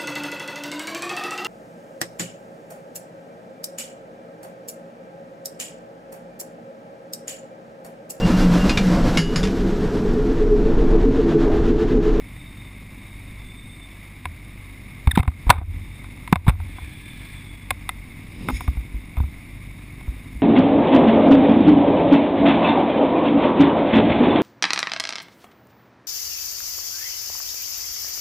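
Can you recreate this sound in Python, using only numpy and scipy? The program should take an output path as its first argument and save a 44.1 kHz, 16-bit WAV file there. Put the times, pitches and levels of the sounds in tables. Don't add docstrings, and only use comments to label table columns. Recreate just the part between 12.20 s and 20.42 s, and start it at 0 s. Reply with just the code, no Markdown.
import sys
import numpy as np
from scipy import signal
from scipy.fft import rfft, irfft, next_fast_len
from scipy.io import wavfile
from scipy.ndimage import minimum_filter1d, map_coordinates

SR = 44100
rng = np.random.default_rng(int(sys.argv[2]) if len(sys.argv) > 2 else 0)


def file_out(sig):
    cols = np.atleast_2d(sig).T
    lim = np.clip(cols, -1, 1)
    pcm = np.round(lim * 32767).astype(np.int16)
    wavfile.write(sys.argv[1], SR, pcm)


N = 362495
SECONDS = np.arange(N) / SR


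def amp(db):
    return 10 ** (np.asarray(db) / 20)


def unit(x):
    return x / np.sqrt(np.mean(x ** 2) + 1e-20)


def wobble(rate):
    points = rng.standard_normal(int(N * rate / SR) + 4)
    return map_coordinates(points, [np.arange(N) * rate / SR])


def filtered(x, response):
    m = next_fast_len(len(x) + SR // 10)
    spectrum = rfft(x, m) * response(np.fft.rfftfreq(m, 1 / SR))
    return irfft(spectrum, m)[:len(x)]


def add(track, s, db, sound):
    start = round(s * SR)
    part = track[start:start + len(sound)]
    part += amp(db) * sound[:len(part)] / np.abs(sound).max()


def banded(bands, flutter=1):
    def gain(f):
        power = sum((amp(db) / (1 + ((f - hz) / width) ** 2)) ** 2 for hz, width, db in bands)
        return np.sqrt(power)
    return unit(filtered(flutter * rng.standard_normal(N), gain))


def swell(at, rise, fall):
    t = SECONDS - at
    return 1 / np.cosh(np.clip(t / np.where(t < 0, rise, fall), -40, 40))


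def modes(f, rows):
    return sum(gain * 1j * f * w / (hz * hz - f * f + 1j * f * w) for hz, w, gain in rows)


def breeze():
    return amp(-52.5 + 1.6 * wobble(2.93)) * banded([(11, 31, 0)])


# start in seconds, length in seconds, level in dB, pitch in Hz at the top of the swell.
WHISTLE_SWELLS = [(.02, .62, -54, 3660), (.74, .42, -54, 3720), (1.17, .58, -48.5, 3625),
                  (3.5, .45, -56.5, 3650), (4.4, 1.1, -50.5, 3490)]
WHISTLE_ARCH_HZ = 107.8
WHISTLE_UPPER_HZ, WHISTLE_UPPER_DB = 8390, -7


def whistle():
    level, hz = np.zeros(N), np.zeros(N)
    for s, length, db, top_hz in WHISTLE_SWELLS:
        on = (SECONDS > s) & (SECONDS < s + length)
        arch = np.sin(np.pi * (SECONDS[on] - s) / length)
        level[on] = amp(db) * np.sqrt(arch)
        hz[on] = top_hz - WHISTLE_ARCH_HZ * (1 - arch)

    def tone(pitch):
        fuzz = .6 * (wobble(170) + 1j * wobble(170)) + .4
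        turns = np.cumsum(pitch + 28 * wobble(40)) / SR
        return np.real(fuzz * np.exp(2j * np.pi * turns))

    upper = tone(WHISTLE_UPPER_HZ + 60 * wobble(4.4))
    flicker_db = 2.5 * wobble(28)
    return level * amp(flicker_db) * (tone(hz) + amp(WHISTLE_UPPER_DB) * upper)


# frequency in Hz, relative level in dB per Hz.
EXHAUST_COLOUR = [(8, -9), (25, -36), (45, -1.5), (70, -0.5), (120, 1.5), (190, -2.5), (280, -4.5),
                  (340, -11), (450, -23), (700, -31.5), (1200, -52)]


def muffled(x):
    hz, db = np.transpose(EXHAUST_COLOUR)

    def colour(f):
        return amp(np.interp(np.log(f + 1), np.log(hz), db)) * (f < 2 * hz[-1])
    return unit(filtered(x, colour))


def firings(turns, cylinders, scatter):
    at = np.flatnonzero(np.diff(np.floor(turns)))
    pulses = np.zeros(N)
    pulses[at] = np.resize(cylinders, len(at)) * (1 + scatter * rng.standard_normal(len(at)))
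    return muffled(pulses - pulses.mean())


# time in seconds, level in dB.
NEIGHBOUR_LEVEL = [(0, -44), (.9, -47.5), (1.6, -54), (4, -44), (5, -45.5), (5.7, -48), (6.3, -39.5),
                   (7.2, -45.5), (8.22, -42)]
DRONE_ORDERS = [1, 3, 6, 7]
# level in dB, on top of the engine's loudness.
DRONE_DB = [-4, -7.5, -13, -14.5]
NEIGHBOUR_HZ, SAG_HZ, SAG_AT_S, SAG_HALF_S = 42.8, 4.9, .68, .45


def neighbour_bike():
    level_db = np.interp(SECONDS, *np.transpose(NEIGHBOUR_LEVEL))
    rate = NEIGHBOUR_HZ - SAG_HZ * np.exp(-((SECONDS - SAG_AT_S) / SAG_HALF_S) ** 2)
    turns = np.cumsum(rate * (1 + 0.014 * wobble(3))) / SR
    exhaust = firings(turns, [1.3, .75, 1.15, .8], scatter=.2)
    drone = np.zeros(N)
    for order, db in zip(DRONE_ORDERS, DRONE_DB):
        drone += amp(db + 4.0 * wobble(14.0)) * np.sin(2 * np.pi * order * turns)
    grid = amp(wobble(5) - 46) * muffled(rng.standard_normal(N))
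    return amp(level_db) * (amp(-2.5) * exhaust + drone) + grid


# centre in Hz, half width in Hz, relative level in dB.
CASE_BANDS = [(616, 700, -12), (1086, 230, -10.5), (1650, 131, -16.5), (2170, 183, 1.5), (2410, 444, -9.5),
              (3642, 223, -10.5), (4650, 520, -22.5), (5290, 140, -19.5), (6860, 690, -23.5),
              (8340, 310, -18.5), (9550, 410, -25.5), (9754, 244, -11.5), (10800, 500, -30),
              (11930, 690, -30), (13400, 460, -33), (14200, 340, -15), (14700, 400, -33.5)]
# centre in Hz, half width in Hz, relative level in dB.
TANK_BANDS = [(1710, 98, -4), (2330, 176, 1.5), (3470, 520, -10), (4600, 1500, -25.5), (8427, 580, -18.5),
              (9630, 410, -13.5), (14500, 600, -18.5)]
IDLE_HZ = 49.1
CLATTER_DB, TANK_DB = -47.6, -47
BEND_S, UPRIGHT_S, BEND_TAKES_S, UPRIGHT_SHARE = 4.34, 5.45, 0.35, 0.2


def own_bike():
    turns = np.cumsum(IDLE_HZ * (1 + 0.007 * wobble(9))) / SR
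    phase = 2 * np.pi * turns
    drift_db = 2 * wobble(4.0)
    boom = amp(-42.0 + drift_db) * np.sin(phase) + amp(-44.5 + drift_db) * np.sin(2 * phase)
    exhaust = amp(-49.5) * firings(turns, [0.73, 0.51, 0.99, 0.96], scatter=0.34)
    bend = np.minimum(SECONDS - BEND_S, UPRIGHT_S - SECONDS) / BEND_TAKES_S
    head_down = np.clip(bend, UPRIGHT_SHARE, 1)
    flutter = amp(0.35 * np.sin(2 * phase) + .5 * np.sin(phase / 2) + 1.17 * wobble(170))
    clatter = amp(CLATTER_DB + 0.43 * wobble(3.95)) * banded(CASE_BANDS, flutter)
    above_tank = amp(TANK_DB) * head_down * banded(TANK_BANDS, flutter)
    return boom + exhaust + clatter + above_tank


# centre in Hz, half width in Hz, relative level in dB.
SWISH_BANDS = [(2200, 190, 4), (3540, 250, -7), (5260, 220, -6), (6720, 170, -7), (8350, 260, -15),
               (9830, 160, -4.5), (11900, 400, -20), (14300, 400, -18)]
# centre in Hz, half width in Hz, relative level in dB.
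HISS_BANDS = [(2600, 400, -0.5), (3700, 300, -2), (5000, 400, -6), (8600, 700, -13)]
SCUFF_AT_S, SCUFF_DB, SCUFF_HALF_S = 6.28, -32, 0.055
HISS_AT_S, HISS_DB, HISS_HALF_S = 6.28, -50.5, 0.11
SWISH_AT_S, SWISH_DB, SWISH_RISE_S, SWISH_FALL_S = 6.37, -41.5, 0.053, 0.049


def rub():
    hiss = amp(HISS_DB) * swell(HISS_AT_S, HISS_HALF_S, HISS_HALF_S) * banded(HISS_BANDS)
    swish = amp(SWISH_DB) * swell(SWISH_AT_S, SWISH_RISE_S, SWISH_FALL_S) * banded(SWISH_BANDS)
    scuff_noise = banded([(190, 106, 0), (800, 300, -25)])
    scuff = amp(SCUFF_DB) * swell(SCUFF_AT_S, SCUFF_HALF_S, SCUFF_HALF_S / 2) * scuff_noise
    grain = amp(1.4 * wobble(60))
    return grain * (hiss + swish + scuff)


# start in seconds, peak in dB.
TICKS = [(6.287, -25), (6.302, -32), (6.309, -34), (6.408, -28), (6.479, -35)]
# pitch in Hz, width in Hz, relative level in dB.
TICK_MODES = [(9900, 300, 0), (11100, 500, -5), (13100, 600, -3), (14300, 400, 0)]
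TICK_S = .003


def ticks():
    track, t = np.zeros(N), np.arange(SR // 40) / SR
    rows = [(hz, w, amp(db)) for hz, w, db in TICK_MODES]
    for s, db in TICKS:
        force = rng.standard_normal(len(t)) * np.exp(-t / TICK_S)
        add(track, s, db, filtered(force, lambda f: modes(f, rows)))
    return track


# pitch in Hz, width in Hz, relative level in dB.
SHELL_MODES = [(290, 140, -7.5), (567, 100, -6.5), (733, 75, 3.5), (968, 161, 6.5), (1290, 303, 1.5),
               (1510, 225, 0.5), (2188, 197, 2.5), (2590, 330, -5), (3630, 206, -3.5), (5270, 370, -24.5),
               (8470, 496, -10.5), (9900, 180, -6), (10900, 240, -11), (13650, 140, -17.5),
               (13600, 820, -11)]


def shell(f):
    return modes(f, [(hz, w, (-1) ** k * amp(db)) for k, (hz, w, db) in enumerate(SHELL_MODES)])


def struck(force, bright_db):
    sound = filtered(force, lambda f: shell(f) * amp(bright_db * np.log2(f / 1000 + 0.036)))
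    return sound / np.abs(sound).max()


# loudest moment in seconds, peak in dB, slip rate in Hz
# at that moment, half length in seconds, fall in octaves a second.
SQUEAKS = [(2.915, -7, 1800, 0.0044, 37), (2.957, -14, 1550, 0.0065, 60)]


def squeaks():
    track, t = np.zeros(N), np.arange(-SR // 150, SR // 40) / SR
    for s, db, hz, length, fall in SQUEAKS:
        uneven = 1 + .27 * rng.standard_normal(len(t))
        slips = np.cumsum(hz * 2 ** (-fall * t) * uneven) / SR
        pulses = np.diff(np.floor(slips), prepend=0)
        force = pulses / np.hypot(1, t / length) ** 4.6
        add(track, s + t[0], db, struck(force, bright_db=-1.5))
    return track


def swing(hz, t60):
    t = np.arange(2 * SR // 3) / SR
    build_up = 1 - np.exp(-(t * hz / 0.34) ** 2)
    return np.sin(2 * np.pi * hz * t) * build_up * np.exp(-np.log(1000) * t / t60)


# start in seconds, peak in dB, ring in Hz,
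# brightness in dB per octave, swing of the camera in dB.
TAPS = [(2.055, -15.5, 987, 0, -26), (3.117, -34.5, 1230, 1, -32), (3.305, 13, 1480, 0, -16),
        (3.414, -16.5, 710, -10, -22), (3.843, -33, 1020, -1, -42), (4.0761, -22.5, 2150, 2, -37),
        (4.1572, -4, 996, -1, -13.5), (4.401, -28, 1023, -2, -38), (4.584, -26.5, 1005, -6, -41),
        (5.5063, -6.5, 1052, 2.7, -32), (5.6914, -10, 2060, 4, -42), (6.2863, -13, 2130, -3, -25),
        (6.407, -20.5, 993, -1.5, -36), (6.477, -23.5, 1190, -3, -44), (6.9688, -25.5, 695, 1.5, -39),
        (7.809, -35, 1050, 1, -49)]
# start in seconds, swing in dB,
# swing rate in Hz, scrape in dB, scrape length in seconds.
KNOCKS = [(2.872, -2.5, 68, -13, 0.0068), (2.889, -23, 82, -28, 0.0026), (2.932, -16, 75, -38, 0.0026),
          (2.983, -18, 127, -9.5, 0.024), (2.995, 1.5, 77, -23, 0.0095), (3.029, -19, 132, -14, 0.0061),
          (3.046, -33, 95, -22.5, 0.013), (3.076, -1.5, 71, -10, .009), (3.266, -10.5, 46, -27, 0.021),
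          (3.294, -6.5, 102, -4.5, .012), (3.38, -6, 75, -14, 0.014), (4.265, -13, 42, -17, 0.0158),
          (4.29, -5.5, 52, -11, .016), (4.619, -27.5, 67.6, -40, .005), (6.285, -23, 251, -20, 0.0046),
          (6.295, -30, 90, -19, 0.013), (6.327, -16, 54.3, -45, .005), (6.479, -10, 65, -28.5, 0.0086),
          (6.569, -15.5, 56.4, -38, 0.0023), (6.742, -20, 51.5, -44, 0.0045), (6.972, -13, 60, -29.5, .018),
          (7.001, -10, 67, -25, 0.0045), (7.034, -18, 72.3, -35, 0.0098), (7.878, -16.5, 55, -35.5, 0.0026),
          (8.153, -25.5, 60, -49, .005)]
# start in seconds, crash in dB, crash length in seconds, ring in Hz,
# brightness in dB per octave, thud in dB, thud pitch in Hz, rocking in dB, rattle in dB.
BLOWS = [(2.974, -5.5, 0.0033, 893, -3, -1, 191, -32, -27), (3.301, 13, .012, 730, -1, -1, 284, -6.5, -3.5),
         (4.126, -3, 0.0025, 962, -1.5, 0.5, 175.4, -22.5, -23),
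         (4.28, -9, .018, 1300, -1, 0, 111, -15, -31)]
# rate in Hz, level in dB against the blow's rocking, time to fade by 60 dB in seconds.
ROCKING = [(75, -1.5, .6), (90, -1, .66), (42.1, -10, 0.95)]
SWING_T60_S, SWING_REF_DB, SWING_HALVES_DB = 0.13, -13.5, 10.5
BRACKET_HZ, BRACKET_DB, BRACKET_T60_S = 252, -18, 0.067
TAP_SWING_HZ = 80.7
THUD_T60_S = 0.043


def mount():
    track = np.zeros(N)
    pushes = [(s, db, hz) for s, db, hz, _, _ in KNOCKS]
    pushes += [(s, db, TAP_SWING_HZ) for s, _, _, _, db in TAPS]
    for s, db, hz in pushes:
        t60 = SWING_T60_S * 2 ** ((SWING_REF_DB - db) / SWING_HALVES_DB)
        add(track, s, db, swing(hz, t60))
        add(track, s, db + BRACKET_DB, swing(BRACKET_HZ, BRACKET_T60_S))
    for s, _, _, _, _, thud_db, thud_hz, rocking_db, _ in BLOWS:
        add(track, s, thud_db, swing(thud_hz, THUD_T60_S))
        for hz, db, t60 in ROCKING:
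            add(track, s, rocking_db + db, swing(hz, t60))
    return track


CONTACT_HZ = 4200
RING_SHARE, RING_S = 0.64, 0.0041


def tap(hz, bright_db):
    t = np.arange(SR // 8) / SR
    force = .06 * rng.standard_normal(len(t)) * np.exp(-(t / .005) ** 4)
    force[0] += 1
    force = filtered(force, lambda f: 1 / (1 + 1j * f / CONTACT_HZ))
    note = np.sin(2 * np.pi * hz * t) * (1 - np.exp(-t / 0.0006)) * np.exp(-t / RING_S)
    return struck(force, bright_db) + RING_SHARE * note


def grit(t):
    catches = amp(4.2 * map_coordinates(rng.standard_normal(len(t)), [t * 600], order=1))
    return rng.standard_normal(len(t)) * catches


def scrape(length, bright_db):
    t = np.arange(SR // 6) / SR
    force = grit(t) * (np.exp(-(t / length) ** 6) + amp(-17) * np.exp(-t / .01))
    force[0] += 2.5
    return struck(force, bright_db)


RATTLE_T60_S, RATTLE_BRIGHT_DB = 0.22, -3


def rattle():
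    t = np.arange(SR // 8) / SR
    return struck(grit(t) * amp(-60 * t / RATTLE_T60_S), RATTLE_BRIGHT_DB)


SCRAPE_BRIGHT_DB, BRIGHTER_PER_DB, SCRAPE_REF_DB = -1.5, 0.18, -7
SNAP_DELAY_S = .002


def contacts():
    track = np.zeros(N)
    for s, db, hz, bright_db, _ in TAPS:
        add(track, s, db, tap(hz, bright_db))
    for s, _, _, db, length in KNOCKS:
        bright_db = SCRAPE_BRIGHT_DB + BRIGHTER_PER_DB * (db - SCRAPE_REF_DB)
        add(track, s, db, scrape(length, bright_db))
    for s, db, length, hz, bright_db, _, _, _, rattle_db in BLOWS:
        add(track, s, db, scrape(length, bright_db))
        add(track, s + SNAP_DELAY_S, db, tap(hz, bright_db))
        add(track, s + length, rattle_db, rattle())
    return track


DEAD_HZ, DEAD_WIDTH_HZ, DEAD_DB = 6080, 240, -7.5


def scene():
    sway = mount()
    sizzle = amp(-36.5) * np.tanh(sway * 6) / 6 * banded([(12000, 110, 0)])
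    around = breeze() + whistle() + neighbour_bike() + own_bike()
    handling = rub() + ticks() + squeaks() + sway + sizzle + contacts()
    dead_band = lambda f: amp(DEAD_DB * np.exp(-((f - DEAD_HZ) / DEAD_WIDTH_HZ) ** 2))
    mono = filtered(around + handling, dead_band)
    return np.array([mono, mono])


def gain_control(x, threshold_db, attack, hold, release_db, range_db):
    over = np.clip(20 * np.log10(np.abs(x) + 1e-9) - threshold_db, 0, range_db)
    size = 2 * int(hold * SR / 2) + 1
    held = -minimum_filter1d(-over, size, origin=size // 2)
    climb = release_db * SECONDS
    cut = np.maximum.accumulate(held + climb) - climb
    step = 1 - np.exp(-1 / (attack * SR))
    return x * amp(-signal.lfilter([step], [1, step - 1], cut))


def record(dry):
    level = gain_control(dry[0], threshold_db=-4.5, attack=0.0059, hold=0.072, release_db=109, range_db=16.5)
    clipped = np.clip(level, -.95, .95)
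    out = filtered(clipped, lambda f: f < 15550)
    return np.array([out, out])


dry = scene()
out = record(dry)
file_out(out)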